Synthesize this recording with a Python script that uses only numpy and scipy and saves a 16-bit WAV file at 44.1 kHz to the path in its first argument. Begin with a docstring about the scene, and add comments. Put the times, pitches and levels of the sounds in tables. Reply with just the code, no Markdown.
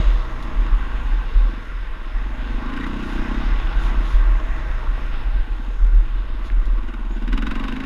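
"""A four-stroke single thumps and barks along a rough dirt track, heard from a helmet camera in a closed case.
Each firing sends pulses through the exhaust resonances and bursts of noise through the bark's;
random taps on the case make the clatter of valve gear, chain and tyres; multiples of the firing rate hum.
Bumps and buffeting swing the camera mount at its own low note. Stones, spray, knocks, pops and tones pass by;
wind and tyre roar and hiss lie behind."""
import sys
import numpy as np
from scipy import signal
from scipy.io import wavfile
from scipy.ndimage import uniform_filter1d

SR = 44100
rng = np.random.default_rng(int(sys.argv[2]) if len(sys.argv) > 2 else 0)


def waveform_to_disk(signal):
    """Save audio, clipped to [-1, 1], as 16-bit WAV at the path in sys.argv[1]."""
    frames = np.transpose(np.atleast_2d(signal))
    scaled = np.clip(frames, -1, 1) * 32767
    samples = np.round(scaled).astype(np.int16)
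    wavfile.write(sys.argv[1], SR, samples)


N = 346185

# engine and case levels along the ride: (t/s, exhaust thump level/dB, clatter level/dB)
RIDE = [(0.0, -54, -32), (0.2, -52, -35.5), (0.45, -39.5, -37.5), (1.1, -43.5, -37.5), (1.28, -50.5, -38),
        (1.55, -40.5, -39), (1.78, -57.5, -41), (2.1, -50.5, -41), (2.45, -40, -38.5), (2.75, -30.5, -37),
        (3.1, -31.5, -36.5), (3.4, -29, -34.5), (3.66, -45.5, -35.5), (4.0, -34.5, -34.5),
        (4.18, -47.5, -36.5), (5.2, -45.5, -38), (5.45, -58, -40), (5.9, -51, -42.5), (6.42, -44, -43),
        (6.72, -44.5, -44), (6.89, -36.5, -43.5), (7.07, -39.5, -44), (7.35, -28, -41.5),
        (7.65, -32, -37.5), (7.85, -31, -39.5)]
# colour of the exhaust, gains against the main blow and on the bark:
# (t/s, header/dB, upper silencer note/dB, early blow/dB, echo/dB, extra bark/dB)
EXHAUST = [(0, -4, -3, -15.5, -1, 1), (2.2, -14, 12, -17.5, -16, -1), (2.7, -1, 2.5, -9, -10, -3.5),
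           (2.78, -11, 5, -5.5, -18, -0.5), (2.87, -19.5, 8, -5.5, -26, -1.5),
           (3.05, -5, 7.5, -6, -23.5, -1), (3.5, -1.5, -1.5, -16.5, -19.5, -10),
           (5.7, -1, 1, -10, -10.5, -12), (6.3, 5, 3.5, -8, -22, 17), (7.2, 0.5, -12.5, -0.5, -13, -1),
           (7.33, -7, 2.5, -5, -5.5, -3), (7.6, -17.5, 7.5, -22, -6.5, 3), (7.7, -11.5, 6.5, -7, -6, 7),
           (7.85, -19, 3.5, -14, -6.5, 4.5)]
MID_FIRING = 25  # firings per s at which the bark and putt levels are stated
BLOW_LEAD_S = .008  # a blow starts this long before its nominal peak


def engine():
    """Slightly uneven firings drive the exhaust and bark; clatter and frame hum run all cycle long."""
    # engine speed: (t/s, firing rate f/Hz)
    firing = [(0.0, 28.83), (0.4, 29.17), (0.84, 28.13), (1.05, 25.61), (1.3, 25.59), (1.52, 23.85),
              (1.77, 20.28), (2.0, 19.34), (2.2, 20.23), (2.33, 24.87), (2.4, 25.8), (2.5, 24.75),
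              (2.65, 25.85), (2.8, 29.3), (2.96, 31.7), (3.14, 30.67), (3.27, 32.51), (3.4, 34.46),
              (3.52, 33.27), (3.7, 28.8), (3.94, 32.38), (4.12, 29.93), (4.31, 27.71), (4.6, 28.22),
              (4.88, 28.56), (5.28, 26.49), (5.7, 23.62), (6.06, 22.34), (6.21, 22.65), (6.44, 16.82),
              (6.6, 18.7), (6.9, 18.67), (7.1, 17.14), (7.22, 17.72), (7.32, 19.92), (7.4, 21.94),
              (7.5, 22.87), (7.57, 22.96), (7.67, 23.33), (7.8, 26.9), (7.85, 30.47)]
    start_cycle = .157  # cycles past a firing at the start
    rate = curves(firing)[0]
    cycle = start_cycle + np.cumsum(rate) / SR
    at = np.flatnonzero(np.diff(np.floor(cycle)))
    timing, blow_chance, bark_chance = rng.standard_normal((400, 3))[:len(at)].T
    times = at / SR + .0001 * timing
    blow_size, bark_size = undb(.7 * blow_chance), undb(1.6 * bark_chance)
    return (thump(times, at, rate, blow_size) + putt(times, rate, blow_size)
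            + bark(times, at, rate, bark_size) + clatter() + frame_hum(cycle))


def thump(times, at, rate, size):
    """The header rings near the firing; blows, early, main and echoed, sound the silencer and a low body."""
    # delay of the blow's echo: (t/s, delay/s)
    echo_delay = [(7.2, 0.018), (7.35, .0177), (7.55, .0177), (7.65, 0.019)]
    # brief ring of the header: (f/Hz, width/Hz, level/dB)
    header_modes = [(338, 64, -1.5)]
    # low body of the blow: (f/Hz, width/Hz, level/dB)
    boom_modes = [(133, 37, -7)]
    blow_cycle, header_lead_s = .31, .0021  # peak of the blow in cycles; header's lead on the firing
    header_gain, upper, early, echo, _ = undb(curves(EXHAUST))
    blown = times + blow_cycle / rate[at] - BLOW_LEAD_S
    main_blow = clicks(blown, size)
    echoed = clicks(blown + curves(echo_delay)[0][at], size * echo[at])
    early_blow = clicks(times - .004, size * early[at])
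    silencer = swollen(main_blow + echoed + early_blow, upper)
    header = ring(ring(clicks(times - header_lead_s, -size), header_modes), header_modes)
    boom = ring(ring(main_blow, boom_modes), [(138, 51, .0098)])
    return level(silencer + header_gain * dull(header, 494) + boom, 0) * undb(curves(RIDE)[0])


def swollen(x, upper):
    """The silencer turns a blow into a soft-edged burst of its two notes."""
    # silencer notes, lower then upper: (f/Hz, width/Hz, level/dB)
    silencer_notes = [(222, 124, 1), (256.7, 42, -5)]
    notes = ring(x, silencer_notes[:1]) + ring(x * upper, silencer_notes[1:])
    return ring(ring(notes, [(237.6, 72, .0036)]), [(232, 360, .0036)])


def putt(times, rate, size):
    """The tail pipe resonates just after every firing, whatever the load."""
    # tail pipe: (f/Hz, width/Hz, level/dB)
    pipe = [(344.6, 59, 0)]
    putt_db, db_per_firing = -55.5, .13  # level at MID_FIRING; slope in dB per firing per s
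    pulses = ring(ring(clicks(times + .00682, size), pipe), pipe)
    return level(pulses, 0) * undb(putt_db + db_per_firing * (rate - MID_FIRING))


def bark(times, at, rate, force):
    """Under load, gas rushes up to two cracks a firing; shock and noise excite bright resonances."""
    # the two cracks: (t/s, lag of the first on the firing/s, gap to the second/s, second level/dB)
    cracks = [(5.5, .0005, .0075, 0), (6.3, .001, .01, -12), (7.5, .001, .01, -12), (7.62, -.001, .01, -12),
              (7.73, -.001, .01, -12), (7.78, .0005, .01, -12)]
    # resonances of the bark: (f/Hz, width/Hz, level/dB)
    bark_modes = [(1048, 142, 6.5), (1506, 100, 10.5), (1990, 263, 2), (2810, 384, 1), (3810, 117, -1.5),
                  (4800, 820, -17)]
    # bright edge of the bark: (f/Hz, width/Hz, level/dB)
    edge_modes = [(6900, 840, -3), (9500, 3000, -12.5), (11800, 1800, -9.5)]
    full_load_db = -30  # thump level that counts as full load
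    # bark at full load and MID_FIRING, before the extra bark; slopes per dB of thump, per firing per s
    base_db, db_per_db, db_per_firing = -35, 2.26, -.63
    snap_db, rush_db, edge_db = 15, -13, -29.5  # shock and rush against the gas; edge against the bark
    rush_s = .013  # run-up of the gas to the first crack
    thump_db = curves(RIDE)[0]
    bark_db = base_db + db_per_db * (thump_db - full_load_db) + db_per_firing * (rate - MID_FIRING)
    extra = undb(curves(EXHAUST)[4])
    lag, gap, second_db = (c[at] for c in curves(cracks))
    first = times + lag
    burst = clicks(first, force) + clicks(first + gap, force * undb(second_db))
    ramp = np.linspace(0, 1, int(rush_s * SR))
    rush = undb(rush_db) * np.convolve(clicks(first - rush_s, force), ramp)[:N]
    gas, edge_gas = rng.standard_normal((2, N))
    # two tails in a row give a soft attack and a slower decay
    puff = fade(fade(burst, .0008), .005) / (.0008 * SR)
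    body = level(ring((puff + rush) * gas + undb(snap_db) * burst, bark_modes), 0)
    edge = ring(fade(fade(burst, .0005), .0025) * edge_gas, edge_modes)
    return (thin(body, 900) + level(edge, edge_db)) * extra * undb(bark_db)


def clatter():
    """Tiny taps of scattered size ring the case; each panel rattles up and dies down alone."""
    # panels of the case: (f/Hz, width/Hz, level/dB)
    case = [(320.5, 25.4, 3.5), (483, 63, -3.5), (633, 38, -0.5), (834, 118, -2.5), (1100, 117, 2),
            (1405, 91, -1), (1557, 61.4, 2), (1900, 262, -6), (2683, 490, -11.5), (3670, 480, -15.5),
            (5220, 430, -26.5), (6560, 590, -28)]
    scatter_db = 1.3 * rng.exponential(size=N // 40 + 1).repeat(40)[:N]
    taps = rng.standard_normal(N) * undb(scatter_db)
    out = np.zeros(N)
    for k, mode in enumerate(case):
        rattle_db = 1.46 * walk(16) + 1.84 * walk(4.536)
        panel = ring(taps * undb(rattle_db), [mode])
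        out += (-1) ** k * dull(panel, 1.75 * mode[0])
    return level(out, 0) * undb(curves(RIDE)[1])


def frame_hum(cycle):
    """The crank turns twice a firing, so the frame shakes at the 2nd multiple and at higher ones."""
    # sine peaks at multiples of the firing rate: (t/s, 2nd level/dB, 4th level/dB, 5th level/dB)
    frame = [(0.6, -33.5, -40, -52), (1.3, -35, -47, -56), (2.0, -35.5, -44, -53), (2.5, -29, -44, -53),
             (3.0, -39, -43, -41), (3.5, -31.5, -42.5, -45), (4.2, -37.5, -40.5, -58),
             (4.9, -29.5, -38.5, -51), (5.5, -35.5, -44.5, -56), (6.0, -38, -45.5, -48),
             (6.6, -39, -44, -39.5), (7.1, -42, -52, -49), (7.5, -41, -53, -48), (7.85, -38, -48, -44)]
    third_db, wander_db = -11, 1.5  # 3rd multiple against the 4th; random wander of each
    second, fourth, fifth = curves(frame)
    orders = zip((2, 3, 4, 5), (second, fourth + third_db, fourth, fifth))
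    return sum(undb(db + wander_db * walk(6.0)) * np.sin(2 * np.pi * k * cycle) for k, db in orders)


def mount():
    """Buffeting sways the mount; each bump throws it to one side and it rings down at its own note."""
    # resonances of the mount, main note first: (f/Hz, width/Hz, level/dB)
    mount_modes = [(38.5, 5, 0), (18, 12, -6)]
    # buffeting between bumps, before the low-passes: (t/s, level/dB)
    shake = [(0.0, -21), (0.3, -23.5), (1.0, -22), (1.5, -21.5), (1.57, -34.5), (1.85, -24.5), (3.05, -25),
             (3.5, -21), (4.1, -22), (4.4, -19), (4.7, -22.5), (5.1, -19.5), (5.39, -21.5), (5.44, -31),
             (5.75, -21), (6.1, -19), (6.27, -22.5), (6.75, -19.5), (6.9, -24.5), (7.15, -20.5),
             (7.55, -21), (7.85, -29)]
    # bumps, before the stops: (t of the tallest swing/s, peak level/dB, ring decay/s)
    bumps = [(0.002, -7.5, 0.029), (0.074, -1.5, 0.074), (0.151, -12.5, .05), (0.593, -9, .05),
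             (0.734, -3.5, .03), (0.948, -8, .03), (1.053, -11, .04), (1.109, -11, 0.052),
             (1.138, -11.5, 0.094), (1.368, -3.5, .1), (2.153, -16, .05), (2.551, -18, 0.033),
             (3.2, -12.5, .03), (3.371, -11, 0.034), (3.472, -11, .04), (3.524, -13.5, 0.057),
             (3.65, -11.5, 0.025), (3.776, -5, 0.034), (3.855, -11, 0.046), (3.979, -5.5, .06),
             (4.15, -2, .08), (4.283, -7, 0.063), (4.551, -10, .03), (4.707, -13, .04), (4.763, -14, 0.027),
             (4.901, -14, 0.023), (5.273, -11, 0.037), (5.356, -11.5, 0.027), (5.401, -10.5, 0.013),
             (5.519, -12.5, 0.031), (5.833, -3.5, 0.12), (5.939, -7, .05), (5.965, -5, 0.066),
             (6.33, -12, .04), (6.487, -13, .04), (6.535, -11, .06), (6.587, -11.5, .05),
             (6.67, -11, 0.088), (7.33, -11, 0.063), (7.498, -13, 0.055)]
    stop = 1.1  # amplitude where the swing rounds off near its stops
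    wind_up_s, throw_s, throw_share = .022, .009, .3  # build-up; one-sided throw and its share of the peak
    sway = dull(ring(rng.standard_normal(N), mount_modes), 51.2)
    # friction in the mount evens out its swing
    sway /= uniform_filter1d(sway ** 2, int(.08 * SR)) ** .3
    swing = dull(level(sway, 0) * undb(curves(shake)[0]), 53.6)
    t = np.arange(N) / SR
    for s, db, decay in bumps:
        near = slice(max(int((s - .08) * SR), 0), int((s + .5) * SR))
        age = t[near] - s
        swell = np.where(age < 0, np.exp(-(age / wind_up_s) ** 2), np.exp(-np.abs(age) / decay))
        rock = (1 - throw_share) * swell * np.cos(2 * np.pi * mount_modes[0][0] * age)
        throw = throw_share * np.exp(-(age / throw_s) ** 2)
        swing[near] += undb(db) * (rock + throw)
    return dull(stop * np.tanh(swing / stop), 300)


def grit():
    """Stones tick on the guards and spray swishes past: gated noise through bright resonances."""
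    # small stones, before the resonances: (t/s, level/dB)
    stones = [(0.425, -56.5), (2.8654, -60), (3.3104, -65), (4.5624, -66), (6.654, -61)]
    # swishes of spray, before a common cut and the resonances: (t/s, length/s, level/dB)
    swishes = [(3.108, 0.2, -50.5), (3.85, 0.11, -48), (4.102, 0.17, -49), (6.465, 0.053, -51)]
    s, db = np.transpose(stones)
    gate = fade(clicks(s, undb(db)), .013)
    t = np.arange(N) / SR
    for at, length, swish_db in swishes:
        gate += undb(swish_db - 12.5) * np.exp(-((t - at) / length) ** 2 * 4)
    modes = [(3530, 580, 27.5), (7040, 700, 12.0), (9050, 1400, 7.0), (12500, 2500, -38)]  # Hz, Hz, dB
    return ring(gate * rng.standard_normal(N), modes)


def hits():
    """Two dull knocks on the case and a hard crack of the exhaust bark at 2.866 s: each a click in one wide,
    quickly dying resonance."""
    # knocks on the case and a crack of the bark, before the low-pass: (t/s, nominal peak level/dB, pitch f/Hz)
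    hit_list = [(4.978, -23, 620), (6.501, -19, 1700), (2.866, -19, 1100)]
    out = np.zeros(N)
    for s, db, hz in hit_list:
        width = hz / 3
        click = clicks([s], undb(db) * SR / (2 * np.pi * width))  # scaled by the ring's peak
        out += dull(ring(click, [(hz, width, 0)]), 2 * hz)
    return out


def pops():
    """Lone soft blows through the silencer with the throttle shut, scaled by a reference blow's peak."""
    # pops: (t/s, level against the reference blow/dB)
    lone_pops = [(5.365, -34), (5.483, -33), (5.602, -33), (5.686, -33)]
    s, db = np.transpose(lone_pops)
    reference = swollen(clicks([0], .84), .99).max()
    return swollen(clicks(s - BLOW_LEAD_S, undb(db)), 1.) / reference


def tones():
    """Soft-edged narrow bands of noise, over steady sines of a faint high electrical whine."""
    # a squeak, drones and a rasp, level before the soft edges: (t/s, length/s, f/Hz, width/Hz, level/dB)
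    narrow_bands = [(7.13, .09, 6750, 60, -66), (6.47, .2, 640, 25, -50), (4.8, .07, 960, 25, -43),
                    (4.85, .05, 905, 25, -43), (2.838, .06, 1900, 300, -37)]
    # electrical whine: (f/Hz, RMS level/dB)
    whine = [(10600, -88), (10643, -87), (10691, -91), (10788, -90), (10837, -88), (10885, -91)]
    t = np.arange(N) / SR
    # +3 dB turns the RMS level of a sine into its peak
    out = sum(undb(db + 3) * np.sin(2 * np.pi * (hz * t + rng.random())) for hz, db in whine)
    for at, length, hz, width, db in narrow_bands:
        band = ring(ring(rng.standard_normal(N), [(hz, width, 0)]), [(hz, 2 * width, 0)])
        out += np.exp(-(2 * (t - at) / length) ** 4) * level(band, db)
    return out


def roar():
    """Wind and tyre noise in half-octave steps, and air hiss past the case, rise with the clatter and flicker."""
    # relative spectrum of the roar: (f/Hz, level/dB)
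    bed = [(35, -28), (60, -10.5), (91, -22), (156, -21.5), (320, -30.5), (408, -35.5), (725, -43),
           (1080, -26), (1270, -34), (1560, -33), (3860, -51.5), (5020, -73), (8490, -120)]
    bed_db, hiss_db = -41, -70.5  # before following the clatter
    hz, db = np.transpose(bed)
    out = np.zeros(N)
    for centre in 60 * 2 ** np.arange(0, 7, .5):
        band_db = np.interp(np.log(centre), np.log(hz), db) + .5 * walk(4.2)
        mode = [(centre, centre / 2, 0)]
        out += undb(band_db) * ring(ring(rng.standard_normal(N), mode), mode)
    clatter_db = curves(RIDE)[1]
    rise_db = clatter_db - clatter_db.mean()
    hiss = ring(rng.standard_normal(N), [(6500, 2100, -4.0), (10700, 6300, 0.0)])
    return level(out, bed_db) * undb(1.14 * rise_db) + level(hiss, hiss_db) * undb(.58 * rise_db + walk(24))


def undb(db):
    """Decibels to amplitude."""
    return 10 ** (np.asarray(db) / 20)


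def level(x, db):
    """Scale to an RMS level in dB."""
    return x * undb(db) / np.sqrt(np.mean(x ** 2))


def curves(table):
    """The columns of a table after its times, one interpolated value a sample."""
    s, *columns = np.transpose(table)
    return [np.interp(np.arange(N) / SR, s, c) for c in columns]


def ring(x, modes):
    """Sum of resonances (Hz, width Hz, dB), neighbours in opposite phase."""
    out = 0
    for k, (hz, width, db) in enumerate(modes):
        b, a = signal.iirpeak(hz, hz / width, fs=SR)
        out = out + (-1) ** k * undb(db) * signal.lfilter(b, a, x)
    return out


def walk(rate):
    """Random levels held 1 / rate s and smoothed twice; spread near 1."""
    k = int(SR / rate)
    held = np.repeat(rng.standard_normal(N // k + 1), k)
    return 1.07 * uniform_filter1d(uniform_filter1d(held, k), k)[:N]


def clicks(seconds, sizes):
    """An impulse at each time."""
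    out = np.zeros(N)
    np.add.at(out, np.clip((np.asarray(seconds) * SR).astype(int), 0, N - 1), sizes)
    return out


def fade(x, seconds):
    """Every impulse becomes an exponential tail."""
    return signal.lfilter([1], [1, -np.exp(-1 / (seconds * SR))], x)


def dull(x, hz):
    """Steep low-pass."""
    return signal.sosfilt(signal.butter(4, hz, fs=SR, output="sos"), x)


def thin(x, hz):
    """High-pass."""
    return signal.sosfilt(signal.butter(2, hz, "high", fs=SR, output="sos"), x)


def scene():
    """All sources at the one microphone on the helmet."""
    return (engine() + mount() + grit() + hits() + pops() + tones() + roar())[None]


def record(dry):
    """The camera blocks the slowest swings, softens the top octave and cuts off steeply above it."""
    soft = signal.sosfilt(signal.butter(4, 13800, fs=SR, output="sos"), thin(dry, 5.8))
    top_hz = 15300
    return signal.sosfilt(signal.ellip(8, .2, 70, top_hz, fs=SR, output="sos"), soft)


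dry = scene()
out = record(dry)
waveform_to_disk(out)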